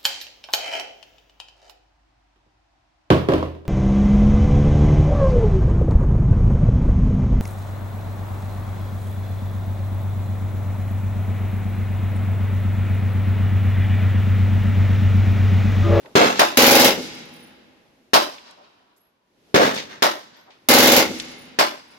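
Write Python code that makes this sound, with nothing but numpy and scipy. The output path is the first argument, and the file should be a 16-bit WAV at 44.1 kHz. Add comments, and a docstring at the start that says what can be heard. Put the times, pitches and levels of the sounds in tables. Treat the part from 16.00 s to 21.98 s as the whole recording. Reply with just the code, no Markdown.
"""Under a soft outdoor rush gun parts clack and a distant shot thuds; a heavy rifle fires, then a sharp one
in another lane. A machine gun under the range's roof answers with seven rounds; cases ring on the concrete.
Single rifle shots and more clacks follow, then a second seven-round burst, its cases and a last sharp shot.
Each blast is a direct wave plus filtered noise for its reflections in the shelter; a decaying noise
response returns it from field and earth bank. The blasts overload the microphones, a soft limiter."""
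import sys
import numpy as np
from scipy import signal
from scipy.fft import rfft, irfft, next_fast_len
from scipy.io import wavfile
from scipy.ndimage import uniform_filter1d

SR = 44100
rng = np.random.default_rng(int(sys.argv[2]) if len(sys.argv) > 2 else 0)


def persist_wave(psi):
    """Save psi, clipped to +-1, as 16-bit WAV."""
    counts = np.round(np.clip(psi, -1, 1) * 32767).astype(np.int16)
    wavfile.write(sys.argv[1], SR, np.atleast_2d(counts).T)


N = 263699
SHOT_LEN = 32768  # samples in one blast, noise burst or bounce


def undb(db):
    """Level definition: decibels to amplitude ratio."""
    return 10 ** (np.asarray(db) / 20)


def freqs(size):
    """Discrete Fourier frequencies in Hz for this many samples, with zero raised to 1 Hz."""
    return np.maximum(np.fft.rfftfreq(size, 1 / SR), 1)


def along(points, hz):
    """Logarithmic frequency scale: interpolate (f/Hz, value) points on it."""
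    f, value = np.transpose(points)
    return np.interp(np.log(hz), np.log(f), value)


def add(out, s, sound):
    """Superposition: mix a sound in at time s."""
    start = max(int(s * SR), 0)
    part = sound[:, :N - start]
    out[:, start:start + part.shape[1]] += part


def wander(count, size):
    """Random modulation: a smoothed curve of standard deviation 1 that changes over about size points."""
    curve = rng.standard_normal(count)
    for _ in range(2):
        curve = uniform_filter1d(curve, size, mode="wrap")
    return curve / curve.std()


def diffuse(size, lag_s=0, alike_hz=800):
    """Diffuse-field coherence: noise spectra alike in the bass, unrelated in the treble, the right one late."""
    hz = freqs(size)
    mid, side = rfft(rng.standard_normal((2, size)))
    coherence = 0.82 / (1 + (hz / alike_hz) ** 4)
    mid = mid * np.sqrt((1 + coherence) / 2)
    side = side * np.sqrt((1 - coherence) / 2)
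    return np.array([mid + side, (mid - side) * np.exp(-2j * np.pi * hz * lag_s)])


def hump(hz, centre_hz, octaves):
    """Band-pass weighting: a Gaussian gain on the octave scale."""
    return np.exp(-.5 * (np.log2(hz / centre_hz) / octaves) ** 2)


def swell(delay, hold, t60, rise_s=0.0011):
    """Exponential decay: an envelope that rises after its delay, holds and falls 60 dB in t60 seconds."""
    t = np.arange(SHOT_LEN) / SR - max(delay, 0)
    return np.clip(t / rise_s, 0, 1) * np.exp(-np.log(1000) * np.maximum(t - hold, 0) / t60)


# spectrum of the outdoor rush: f/Hz, relative level/dB
AIR_SPECTRUM = [(25, -7.5), (100, -4), (260, 2.5), (420, -0.5), (650, -5), (1200, -13), (3000, -13.5),
                (6000, -19), (8500, -28.5), (11600, -23), (16000, -42.5)]
# course of the rush: t/s, RMS level/dB
AIR_LEVELS = [(0, -52), (1.9, -61), (2.6, -63.5), (3.22, -72), (3.501, -56.5), (4.3, -74), (4.65, -60),
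              (5.98, -61)]


def air():
    """Shaped broadband noise: a soft outdoor rush that rises and sinks."""
    size = next_fast_len(N + N % 2, True)
    spectrum = diffuse(size, alike_hz=600) * undb(along(AIR_SPECTRUM, freqs(size)))
    rush = irfft(spectrum, size)[:, :N]
    return rush / rush.std() * undb(np.interp(np.arange(N) / SR, *np.transpose(AIR_LEVELS)))


# the field's answer: f/Hz, relative level/dB
FIELD_RESPONSE = [(60, 5), (250, 0.5), (550, -9.5), (1200, -7), (2800, -1), (5000, 0), (8000, 1),
                  (12000, -8), (16000, -15.5)]
# its reverberation: f/Hz, t60/s
FIELD_DECAY = [(100, 2.2), (300, 1.92), (1000, 2.4), (3000, 1.62), (6000, 1.01), (13000, 0.44)]


def field(blasts, start_s=.05, full_s=0.18, patchy_db=2.5):
    """Scattering and air absorption: grass, trees and bank return the blasts late and ever duller."""
    size = 3 * SHOT_LEN
    hz, t = freqs(size), np.arange(size) / SR
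    noise = diffuse(size, alike_hz=500) * undb(along(FIELD_RESPONSE, hz))
    centres, t60s = np.transpose(FIELD_DECAY)  # the air swallows the treble first
    tail = np.zeros((2, size))
    for share, t60 in zip(np.eye(len(centres)), t60s):
        band = np.interp(np.log(hz), np.log(centres), share)  # overlapping bands that sum to 1
        tail += irfft(noise * band) * np.exp(-np.log(1000) * np.maximum(t - full_s, 0) / t60)
    tail *= np.interp(t, [start_s, full_s], [0, 1])
    tail *= undb(patchy_db * wander(size, size=1100)) / np.sqrt(SR)
    return signal.fftconvolve(blasts, tail, axes=1)[:, :N]


def noise_bursts(events, hold, octaves):
    """Damped band noise: each burst holds briefly and dies away."""
    out = np.zeros((2, N))
    for s, db, t60, centre in events:
        noise = irfft(diffuse(SHOT_LEN) * hump(freqs(SHOT_LEN), centre, octaves))
        add(out, s, undb(db) * swell(0, hold, t60) * noise / noise.std())
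    return out


# clacks of gun parts, and the bright echo after the second heavy shot (3.744 and 3.775 s):
# t/s, level/dB, t60/s, centre f/Hz
CLACK_AND_ECHO_EVENTS = [(.031, -54, .02, 2200), (.058, -44, .045, 2040), (2.381, -40.5, 0.054, 2420),
                         (2.509, -52.5, .035, 6050), (2.962, -67, .21, 6500), (3.744, -36, 0.099, 6140),
                         (3.775, -28, 0.22, 2780), (4.503, -51.5, .28, 2850), (5.147, -48, 0.056, 4000),
                         (5.198, -24, .045, 3780)]
# dull booms: a distant shot, the first sharp shot's late boom, a sharp shot's echo from the bank:
# t/s, level/dB, t60/s, centre f/Hz
BOOM_EVENTS = [(.046, -46, 0.26, 549), (.416, -15, 0.071, 890), (4.477, -51, 0.13, 740)]


def clacks_and_booms():
    """Damping: clacks and a bright echo die after a short hold, dull booms after a longer one."""
    short_bursts = noise_bursts(CLACK_AND_ECHO_EVENTS, hold=.002, octaves=.66)
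    dull_booms = noise_bursts(BOOM_EVENTS, hold=.021, octaves=.75)
    return short_bursts + dull_booms


# modes of a brass case: f/Hz before the pitch ratio, relative level/dB, t60/s
CASE_MODES = [(9780, -2, .3), (9880, 0, .28), (10250, -6, .22), (14400, -2, .35), (14650, -8, .22)]
# single cases landing in other lanes: t/s, level/dB, pitch ratio
STRAY_LANDINGS = [(.99, -50, 0.98), (2.97, -64.5, 1.15), (4.36, -70, 1.297), (5.875, -62, 1.025)]


def cases(landed, scatter_db=4.0, loss_db=5, count=3):
    """Modal excitation: each bounce of a case favours other modes, and the tumbling makes them flutter."""
    out, t = np.zeros((2, N)), np.arange(SHOT_LEN) / SR
    rings = [undb(db) * swell(0, 0, t60) for _, db, t60 in CASE_MODES]
    for s, db, pitch in [*landed, *STRAY_LANDINGS]:
        tones = [ring * np.exp(2j * np.pi * hz * pitch * t) for (hz, _, _), ring in zip(CASE_MODES, rings)]
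        flutter = undb(scatter_db * wander(SHOT_LEN, size=250))
        for bounce in range(count):
            strength, phase = rng.standard_normal((2, 2, len(CASE_MODES)))
            weights = undb(scatter_db * strength) * np.exp(2j * np.pi * phase)
            sound = (weights @ tones).imag
            landing_s = s + bounce * rng.uniform(0.027, 0.041)
            add(out, landing_s, undb(db - loss_db * bounce) * flutter * sound)
    return out


def voiced(x, gain, size=41):
    """Minimum phase: a causal filter imposes the spectrum, so resonances ring after the attack."""
    spectrum = rfft(x)
    power = uniform_filter1d(abs(spectrum) ** 2, size, axis=-1)
    cepstrum = irfft(np.log(gain) - .5 * np.log(np.maximum(power, 1e-9)))
    # fold the cepstrum onto positive times
    cepstrum[:, 1:SHOT_LEN // 2] *= 2
    cepstrum[:, SHOT_LEN // 2 + 1:] = 0
    return irfft(spectrum * np.exp(rfft(cepstrum)))


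def front(level_db, lag_s, push_s, bass_hz):
    """Blast wave: a jump in pressure, then a longer suction, later at the right microphone."""
    t = np.arange(SHOT_LEN) / SR
    age = np.maximum(t - np.array([[0], [lag_s]]), 0) / push_s
    wave = (age > 0) * (1 - age) * np.exp(-age)
    band = signal.butter(2, [bass_hz, 3500], "bandpass", fs=SR, output="sos")
    return undb(level_db) * signal.sosfilt(band, wave)


def gun(shots, direct, paths, colour, modes, energy_db, repeat_hz, lag_s, alike_hz, clump_db=1.8, ripple_db=2):
    """Multipath propagation: each shot is its direct wave and a swarm of reflections."""
    hz, out = freqs(SHOT_LEN), np.zeros((2, N))
    resonance_db = sum(db / (1 + (2 * (hz - f) / width) ** 2) for f, width, db in modes)
    gain = undb(along(colour, hz) + resonance_db)
    gain *= undb(energy_db) * np.sqrt(SR / np.mean(gain ** 2))
    arrivals = []
    for delay, db, hold, t60, centre, octaves in paths:
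        rise_s = min(0.0016 + .5 * delay ** 2, .025)  # the longer the way, the softer the attack
        arrivals.append((undb(db) * swell(delay, hold, t60, rise_s), hump(hz, centre, octaves)))
    shelter = diffuse(SHOT_LEN, lag_s, alike_hz)
    # the muzzle shifts a little between shots: long waves repeat, short ones scatter anew
    same = 1 / (1 + (hz / repeat_hz) ** 2)
    for s, db in shots:
        scatter = np.sqrt(same) * shelter + np.sqrt(1 - same) * diffuse(SHOT_LEN, lag_s, alike_hz)
        blast = sum(envelope * irfft(scatter * band) for envelope, band in arrivals)
        # reflections bunch in time, and the strong ones comb the spectrum
        clumps = undb(clump_db * wander(SHOT_LEN, size=90))
        comb = undb(ripple_db * np.sqrt(1 - same) * wander(len(hz), size=110))
        add(out, s, undb(db) * (direct + voiced(blast * clumps, gain * comb)))
    return out


# sharp rifle shots: t/s, relative level/dB
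SHARP_FIRED = [(.3932, 2.5), (2.134, 4), (4.0222, 0.5), (5.588, 0.5)]
# crack, rattle under the roof, boom off the roof, action cycling, echoes from the trees and the bank:
# delay/s, relative level/dB, hold/s, t60/s, centre f/Hz, spread/octaves
SHARP_ARRIVALS = [(0, 7, 0.013, 0.099, 12000, 2.5), (0, 5.5, 0.017, 0.34, 1200, 3),
                  (.012, 0.5, 0.029, .08, 744, .75), (.088, -15, .004, 0.041, 12330, 1.4),
                  (.324, -43, .04, .4, 2500, 1.5), (.43, -32, 0.046, .2, 801, .7)]
# blast spectrum: f/Hz, relative level/dB
SHARP_SPECTRUM = [(40, -45), (110, -26.5), (200, -15), (310, -3.5), (470, -4), (600, 3.5), (1400, -2),
                  (2100, -6.5), (3100, -7.5), (4000, -7), (5400, -9.5), (8500, -23.5), (12000, -20),
                  (16000, -28.5)]
# shelter resonances this muzzle excites: f/Hz, width/Hz, lift/dB
SHARP_RESONANCES = [(418, 100, 0.5), (500, 30, -1.5), (577, 26, 3), (699, 17, 2), (970, 96, 5.5),
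                    (1380, 30, -1.5), (1296, 16, 2.5), (1460, 70, 1.5)]


def sharp_rifle():
    """Short positive phase: a brief pressure jump puts the direct wave high, and the shelter rattles."""
    wave = front(level_db=3, lag_s=.00045, push_s=.0006, bass_hz=300)
    return gun(SHARP_FIRED, wave, SHARP_ARRIVALS, SHARP_SPECTRUM, SHARP_RESONANCES,
               energy_db=-24.5, repeat_hz=3460, lag_s=.00045, alike_hz=1300)


# heavy rifle shots: t/s, relative level/dB
HEAVY_FIRED = [(.1535, -0.5), (3.543, -1.5)]
# thump, crack, rattle under the roof, boom off the roof, low rumble over the field, action cycling,
# bright echo from downrange, echo from the trees:
# delay/s, relative level/dB, hold/s, t60/s, centre f/Hz, spread/octaves
HEAVY_ARRIVALS = [(0, 5, .008, 0.071, 280, 0.62), (0, -3, 0.022, 0.063, 8950, 3),
                  (0, -1, .09, 0.38, 1000, 3.7), (0.033, -6, .05, 0.048, 521.5, 0.36),
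                  (.05, -28, .05, 1.1, 149.8, 2), (.088, -15, 0.018, 0.43, 12000, 2.7),
                  (.197, -13.5, 0.044, .28, 5010, 0.78), (.345, -27.5, .04, 0.45, 3030, 1.4)]
# blast spectrum: f/Hz, relative level/dB
HEAVY_SPECTRUM = [(30, -36), (90, -17.5), (130, -10.5), (250, 0.5), (600, -1), (1000, -4), (2000, -7),
                  (4000, -12.5), (6500, -18.5), (8700, -33), (12000, -30), (16000, -35.5)]
# shelter resonances this muzzle excites: f/Hz, width/Hz, lift/dB
HEAVY_RESONANCES = [(152, 20, 2), (357, 19, -3), (398, 84, 5), (460, 15, -4.5), (527, 100, 5.5),
                    (702, 33, 4.5), (877, 27, 8), (1666, 45, 5)]


def heavy_rifle():
    """Long positive phase: a slower pressure pulse puts more bass in the direct wave."""
    wave = front(level_db=6, lag_s=.0004, push_s=.001, bass_hz=130)
    return gun(HEAVY_FIRED, wave, HEAVY_ARRIVALS, HEAVY_SPECTRUM, HEAVY_RESONANCES,
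               energy_db=-18.0, repeat_hz=1500, lag_s=.0004, alike_hz=1320)


# machine gun bursts: trigger t/s, quickest bolt cycle/s, cycles until it is reached, relative level/dB,
# mean flight of the cases/s
BURSTS = [(.571, .0432, 2.6, 0, .64), (4.6864, .044, 2.8, -0.33, 0.48)]
CYCLE_DRAG_S = .00075  # a cycle lengthens by this times the square of its distance from the quickest one
FIRST_ROUND_DB, ROUND_SCATTER_DB = 2, 0.53  # the opening round stands out; the rest differ by chance


def rounds(count=7):
    """Cyclic mechanism: the bolt speeds up towards mid-burst and slows again; gives (t/s, level/dB)."""
    fired = []
    for s, quickest_s, run_up, db, _ in BURSTS:
        fired.append((s, db + FIRST_ROUND_DB))
        for k in range(count - 1):
            s += quickest_s + CYCLE_DRAG_S * (k - run_up) ** 2
            fired.append((s, db + ROUND_SCATTER_DB * rng.standard_normal()))
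    return fired


CASE_FLIGHT_SCATTER_S = .08
CASE_DB, CASE_SCATTER_DB, CASE_DETUNE = -61, 1, 0.0062  # mean level, level spread, pitch-ratio spread


def landings(fired):
    """Ballistic delay: each round's case lands a flight later; gives (t/s, level/dB, pitch ratio)."""
    flights = np.repeat([flight for *_, flight in BURSTS], len(fired) // len(BURSTS))
    landed = []
    for (s, _), flight in zip(fired, flights):
        late, hard, sharp = rng.standard_normal(3)
        landed.append((s + flight + CASE_FLIGHT_SCATTER_S * late,
                       CASE_DB + CASE_SCATTER_DB * hard,
                       1 + CASE_DETUNE * sharp))
    return landed


# the gas ball's thump off the roof: f/Hz, relative level/dB, hold/s, t60/s
ROOF_BOOM = [(258, -15, .005, .05), (535, -8, .005, .02), (790, -13, .004, .018)]


def boom(delay_s):
    """Cavity resonance: a few strong cycles of the air under the roof, alike for every round."""
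    t = np.arange(SHOT_LEN) / SR - delay_s
    wave = np.zeros(SHOT_LEN)
    for hz, db, hold, t60 in ROOF_BOOM:
        wave += undb(db) * swell(delay_s, hold, t60, rise_s=0.0046) * np.sin(2 * np.pi * hz * t)
    return wave


# muzzle crack, rattle between roof and slab, thump of the gas ball, return from the next lanes,
# low echo from along the firing line:
# delay/s, relative level/dB, hold/s, t60/s, centre f/Hz, spread/octaves
MACHINE_ARRIVALS = [(0, -5.5, .008, .08, 14290, 1.2), (0, -0.5, 0.034, 0.2, 1185, 2),
                    (.007, -3.5, 0.0067, 0.071, 268.5, 0.21), (0.034, -12, 0.033, .3, 1308, 0.93),
                    (0.121, -11, 0.013, 0.3, 248.6, 0.77)]
# blast spectrum: f/Hz, relative level/dB
MACHINE_SPECTRUM = [(30, -18.5), (70, -16), (160, -10), (240, -2), (420, -1), (600, -2), (1000, -6),
                    (2000, -5.5), (4500, -7.5), (6800, -11.5), (8200, -20.5), (9500, -19.5), (11700, -12),
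                    (16000, -16.5)]
# shelter resonances this muzzle excites: f/Hz, width/Hz, lift/dB
MACHINE_RESONANCES = [(257, 30, 7), (315, 28, 4), (423, 43, -2.5), (528, 39, 4), (557, 25, 2.5),
                      (690, 34, 0), (753, 39, 5), (832, 60, 6), (2125, 43, 7), (2440, 10, 6), (3390, 21, 1)]


def machine_gun(fired):
    """Repeated excitation of a cavity: every round sets off the roof boom and the shelter's reflections."""
    return gun(fired, boom(delay_s=0.01275), MACHINE_ARRIVALS, MACHINE_SPECTRUM, MACHINE_RESONANCES,
               energy_db=-22.5, repeat_hz=999, lag_s=.0001, alike_hz=920)


def scene():
    """Superposition: three guns, their echo from the field, and the smaller sounds around the shots."""
    fired = rounds()
    sharp, heavy, machine = sharp_rifle(), heavy_rifle(), machine_gun(fired)
    echo = field(undb(-14.5) * machine + undb(-19) * heavy + undb(-21) * sharp)
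    return air() + echo + clacks_and_booms() + cases(landings(fired)) + sharp + heavy + machine


def record(dry, ceiling=0.88, bass_hz=50, top_hz=16000):
    """Saturation: the microphones flatten the highest peaks; the deepest bass and the top are cut."""
    clipped = ceiling * np.tanh(dry / ceiling)
    thinned = signal.sosfilt(signal.butter(1, bass_hz, "highpass", fs=SR, output="sos"), clipped)
    return signal.sosfilt(signal.ellip(10, .2, 70, top_hz, fs=SR, output="sos"), thinned)


dry = scene()
out = record(dry)
persist_wave(out)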